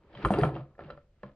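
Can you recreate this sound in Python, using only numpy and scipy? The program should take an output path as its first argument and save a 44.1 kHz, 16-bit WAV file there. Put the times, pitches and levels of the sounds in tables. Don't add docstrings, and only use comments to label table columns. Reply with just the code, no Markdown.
import sys
import numpy as np
from scipy import signal
from scipy.fft import rfft, irfft
from scipy.io import wavfile

SR = 44100
rng = np.random.default_rng(int(sys.argv[2]) if len(sys.argv) > 2 else 0)


def boost(x):
    u = np.asarray(x, float) / 20
    return 10 ** u


def dump_mix(stems):
    frames = np.atleast_2d(stems).T
    limited = np.clip(frames, -1, 1)
    pcm = np.round(limited * 32767).astype(np.int16)
    wavfile.write(sys.argv[1], SR, pcm)


N = 59535

# pitch_hz, relative_density_db
AIR_SPECTRUM = [(20, -14.5), (38, -11), (75, -13), (330, -35.5), (560, -34), (750, -43.5), (3000, -50),
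                (5000, -54.5), (8000, -60.5), (11000, -69)]
AIR_DB = -65

# start_s, relative_level_db, hiss_against_it_db
TUMBLE_COURSE = [(0, -70, -12.5), (0.092, -63.5, -6.5), (.16, -53.5, -2.5), (0.233, -46, -2),
                 (0.258, -26.5, -30), (0.298, -67.5, 18), (0.319, -31.5, -17), (0.4, -38.5, -7.5),
                 (0.449, -32.5, -12.5), (0.526, -48.5, -13), (0.568, -43, -14.5), (0.668, -67, -10),
                 (0.773, -71, -16), (0.799, -49, -14.5), (0.859, -56.5, -5.5), (0.909, -52.5, -11.5),
                 (0.998, -70.5, -6.5), (1.082, -89, -3), (1.222, -76, -3.5), (1.244, -53.5, -10),
                 (1.35, -77, -9)]
# pitch_hz, gain_db
ROLL_DRIVE = [(58, -2.5), (138, -2), (205, -6.5), (400, -4.5), (1200, -13), (3000, -32.5), (9000, -49.5)]
# pitch_hz, relative_density_db
HISS_SPECTRUM = [(900, -23), (1500, -0.5), (3100, -9.5), (4800, -12), (6500, -30), (9000, -46.5)]
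GRAINS_PER_S, GRAIN_SPREAD_DB = 500, 4
TUMBLE_DB = 2

# start_s, relative_level_db, lower_pitch_hz, upper_pitch_hz, upper_against_lower_db
KNOCK_EVENTS = [(0.151, -45.5, 910, 3250, -0.5), (.186, -31, 244.6, 1000, -25),
                (0.242, -25, 350, 2350, -24), (0.2492, -12, 1172, 3200, -23),
                (0.2546, -16.5, 105, 600, -9.5), (0.273, -37.5, 142, 1200, -4),
                (0.3055, -11, 244.3, 740, -2.5), (.316, -17.5, 316, 740, -7), (0.3384, -23, 535, 1330, -4),
                (0.3379, -27.5, 904, 2760, -3.5), (0.372, -19.5, 327, 896, -10.5),
                (0.386, -32.5, 1330, 4750, -13), (0.3868, -13.5, 385.4, 750, -9),
                (0.404, -31.5, 340, 1800, -8), (0.42, -9.5, 126, 330, -32),
                (0.4345, -16.5, 730, 1340, -1.5), (0.4346, -39, 2300, 3150, 3.5),
                (0.445, -21, 134.2, 1200, -38), (0.453, -43, 1770, 3200, -15), (0.465, -24, 138, 1190, -45),
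                (0.491, -30, 329, 691, 2), (0.507, -34.5, 334, 750, -8), (0.526, -32, 137, 900, -12),
                (0.54, -33.5, 138, 316, -1.5), (0.553, -40, 325, 2750, -6.5),
                (0.561, -30.5, 338, 750, -0.5), (0.572, -41, 137.4, 1200, -0.5),
                (0.597, -38, 142, 563, -7.5), (0.612, -37.5, 138, 330, -8.5),
                (0.752, -60.5, 1286, 1750, -7), (0.781, -47.5, 587, 1800, -15), (0.792, -31, 654, 1330, -6),
                (0.808, -36.5, 122, 1800, -12), (.822, -49, 591, 1330, -2.5), (0.844, -60, 1757, 2800, 2),
                (0.859, -42, 135.3, 1800, -20), (0.861, -64, 1768, 2900, 4),
                (0.886, -44.5, 488, 1100, -8.5), (0.902, -32.5, 605, 1330, -2.5),
                (0.904, -49.5, 2854, 4000, -5.5), (0.931, -51, 575, 1330, -12),
                (.976, -43.5, 593, 1330, -3.5), (1.2325, -35, 543, 1800, -9.5),
                (1.232, -52.5, 2900, 4400, -13.5), (1.2355, -41, 205, 1070, 2.5),
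                (1.251, -46, 205, 570, -4.5), (1.294, -52, 574, 1100, -0.5)]
# pitch_hz, relative_level_db, t60_s
BODY_MODES = [(57.7, 1.5, 0.15), (105, 2, 0.03), (138, 3, 0.072), (205, 7, 0.049), (266.8, 0, 0.053),
              (327.4, 0.5, 0.071), (415.3, 4, 0.046), (519.2, 1.5, 0.052), (577, 0, 0.07),
              (683, -6.5, 0.03), (717, 4.5, 0.015), (914.5, 1, 0.029), (1065, 1.5, 0.03),
              (1222, -0.5, 0.023), (1330, -1.5, 0.028), (1720, 6.5, 0.025), (2300, 2.5, 0.022),
              (2760, 1.5, 0.014), (3149, 0.5, 0.027), (4000, 5, 0.023), (4750, 10, 0.021)]
SPOT_OCTAVES, SKIRT_DB = 0.15, 11
CONTACT_CYCLES = 0.48
LINGER_DB, LINGER_TIMES = -16.5, 3.75

CRACK_DB, FIRM_DB = -57.5, -20
CRACK_S, CRACK_LOW_HZ, CRACK_HIGH_HZ = 0.021, 6200, 13300
CRACK_GROWS, HARD_HZ = 2.01, 655

# pitch_hz, phase_rad
PORT_LEAD = [(100, 0), (1100, 0.23), (1600, 1), (2700, 0.62), (5000, 1.5), (8500, -3.5), (13000, 4.5)]
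# pitch_hz, t60_s
ROOM_DECAY = [(100, 0.21), (500, 0.38), (2000, 0.19), (8000, 0.085)]
# pitch_hz, level_db
ROOM_LEVEL = [(60, -6.5), (250, -10.5), (1000, -11), (4000, -5.5), (10000, -5)]
# pitch_hz, correlation_ratio
DIFFUSE_LIKENESS = [(100, 1), (500, 0.99), (2000, 0.5), (6000, -0.1), (12000, -0.36)]
# pitch_hz, gain_db
MICROPHONE_RESPONSE = [(20, -15), (45, -0.5), (70, -4.5), (3100, -2), (3500, -5), (4800, -8.5), (5300, -13),
                       (7400, -11), (8800, 1), (10500, -18.5), (13000, -27.5)]


def at_hz(points, hz):
    points = np.array(points)
    return np.interp(np.log(hz), np.log(points[:, 0]), points[:, 1])


def rms_one(x):
    return x / np.sqrt(np.mean(x ** 2) + 1e-20)


def bin_hz(length):
    return np.maximum(np.arange(length // 2 + 1) * SR / length, 1)


def diffuse(length):
    hz = bin_hz(length)
    mid, side = rfft(rng.standard_normal((2, length)))
    alike = np.clip(at_hz(DIFFUSE_LIKENESS, hz), -1, 1)
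    common = np.sqrt(1 + alike) * mid
    opposed = np.sqrt(1 - alike) * side * [[1], [-1]]
    return hz, (common + opposed) / np.sqrt(2)


def ring(force, hz, t60):
    turn = np.exp(1j * 2 * np.pi * hz / SR)
    decay = boost(-60 / (t60 * SR))
    soft = np.exp(-hz / (CONTACT_CYCLES * SR))
    swing = signal.lfilter([1 - soft], [1, -soft * turn], force + 1e-18)
    return signal.lfilter([1], [1, -decay * turn], swing).imag


def room_tone():
    hz, noise = diffuse(N)
    return boost(AIR_DB) * rms_one(irfft(noise * boost(at_hz(AIR_SPECTRUM, hz)), N))


def grains():
    sizes = boost(GRAIN_SPREAD_DB * np.minimum(rng.exponential(1, N), 5))
    signs = rng.choice([-1, 1], N)
    present = rng.random(N) < GRAINS_PER_S / SR
    return rms_one(sizes * signs * present)


def tumble():
    start_s, level_db, hiss_db = np.transpose(TUMBLE_COURSE)
    t = np.arange(N) / SR
    level_db = np.interp(t, start_s, level_db)
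    hiss_db = np.interp(t, start_s, hiss_db)
    body = np.zeros(N)
    for mode_hz, _, t60 in BODY_MODES:
        gain = boost(at_hz(ROLL_DRIVE, mode_hz)) / np.sqrt(t60 * SR / 28)
        body += gain * ring(grains() * boost(level_db + TUMBLE_DB), mode_hz, t60)
    hz, noise = diffuse(N)
    colour = boost(at_hz(HISS_SPECTRUM, hz))
    course = boost(level_db + hiss_db - 2.5)
    ticks = course * rms_one(irfft(rfft(grains()) * colour, N))
    hiss = course * rms_one(irfft(noise * colour, N))
    return body + ticks, hiss


def nearness(mode_hz, spot_hz):
    distance = np.log2(mode_hz / spot_hz) / SPOT_OCTAVES
    return boost(-SKIRT_DB / 2 * np.log2(1 + distance ** 2))


def knocks():
    start_s, level_db, lower_hz, upper_hz, upper_db = np.transpose(KNOCK_EVENTS)
    at = (start_s * SR).astype(int)
    scatter_db = rng.normal(0, 1, (len(at), len(BODY_MODES)))
    out = np.zeros(N)
    for k, (hz, mode_db, t60) in enumerate(BODY_MODES):
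        drive = nearness(hz, lower_hz) + boost(upper_db) * nearness(hz, upper_hz)
        force = np.zeros(N)
        force[at] = boost(level_db + mode_db + scatter_db[:, k]) * drive
        out += ring(force, hz, t60)
        out += boost(LINGER_DB) * ring(force, hz, LINGER_TIMES * t60)
    return out


def cracks():
    start_s, level_db, _, upper_hz, _ = np.transpose(KNOCK_EVENTS)
    hardness = np.minimum(upper_hz / HARD_HZ, 1) ** 2
    burst = np.zeros(N)
    burst[(start_s * SR).astype(int)] = boost(CRACK_GROWS * (level_db - FIRM_DB) + CRACK_DB) * hardness
    envelope = signal.lfilter([1], [1, -np.exp(-1 / (CRACK_S * SR))], burst + 1e-18)
    band = signal.butter(2, [CRACK_LOW_HZ, CRACK_HIGH_HZ], "band", fs=SR, output="sos")
    return signal.sosfilt(band, envelope * rng.standard_normal(N))


def ports(x):
    half_lead = 0.5 * at_hz(PORT_LEAD, bin_hz(N))
    return irfft(rfft(x) * np.exp(1j * half_lead * [[1], [-1]]), N)


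def room(x):
    length = 2 ** 15
    hz, noise = diffuse(length)
    t = np.arange(length) / SR
    onset = np.clip(t / 0.0034, 0, 1)
    tail = 0
    for centre in 62.5 * 2. ** np.arange(9):
        band = np.cos(np.pi / 2 * np.clip(np.log2(hz / centre), -1, 1)) ** 2
        t60 = at_hz(ROOM_DECAY, centre)
        even_energy = np.sqrt(6 * np.log(10) / (t60 * SR))
        fade = boost(-60 * t / t60) * onset * even_energy
        tail = tail + boost(at_hz(ROOM_LEVEL, centre)) * fade * irfft(noise * band, length)
    return signal.fftconvolve(x[None], tail, axes=1)[:, :N]


def scene():
    rolling, hiss = tumble()
    toy = knocks() + cracks() + rolling
    return ports(toy) + room(toy) + hiss


def band_limit(x):
    return signal.sosfilt(signal.butter(12, 15000, fs=SR, output="sos"), x)


def record(dry):
    coloured = irfft(rfft(dry) * boost(at_hz(MICROPHONE_RESPONSE, bin_hz(N))), N)
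    mix = coloured + room_tone()
    return band_limit(mix)


dry = scene()
out = record(dry)
dump_mix(out)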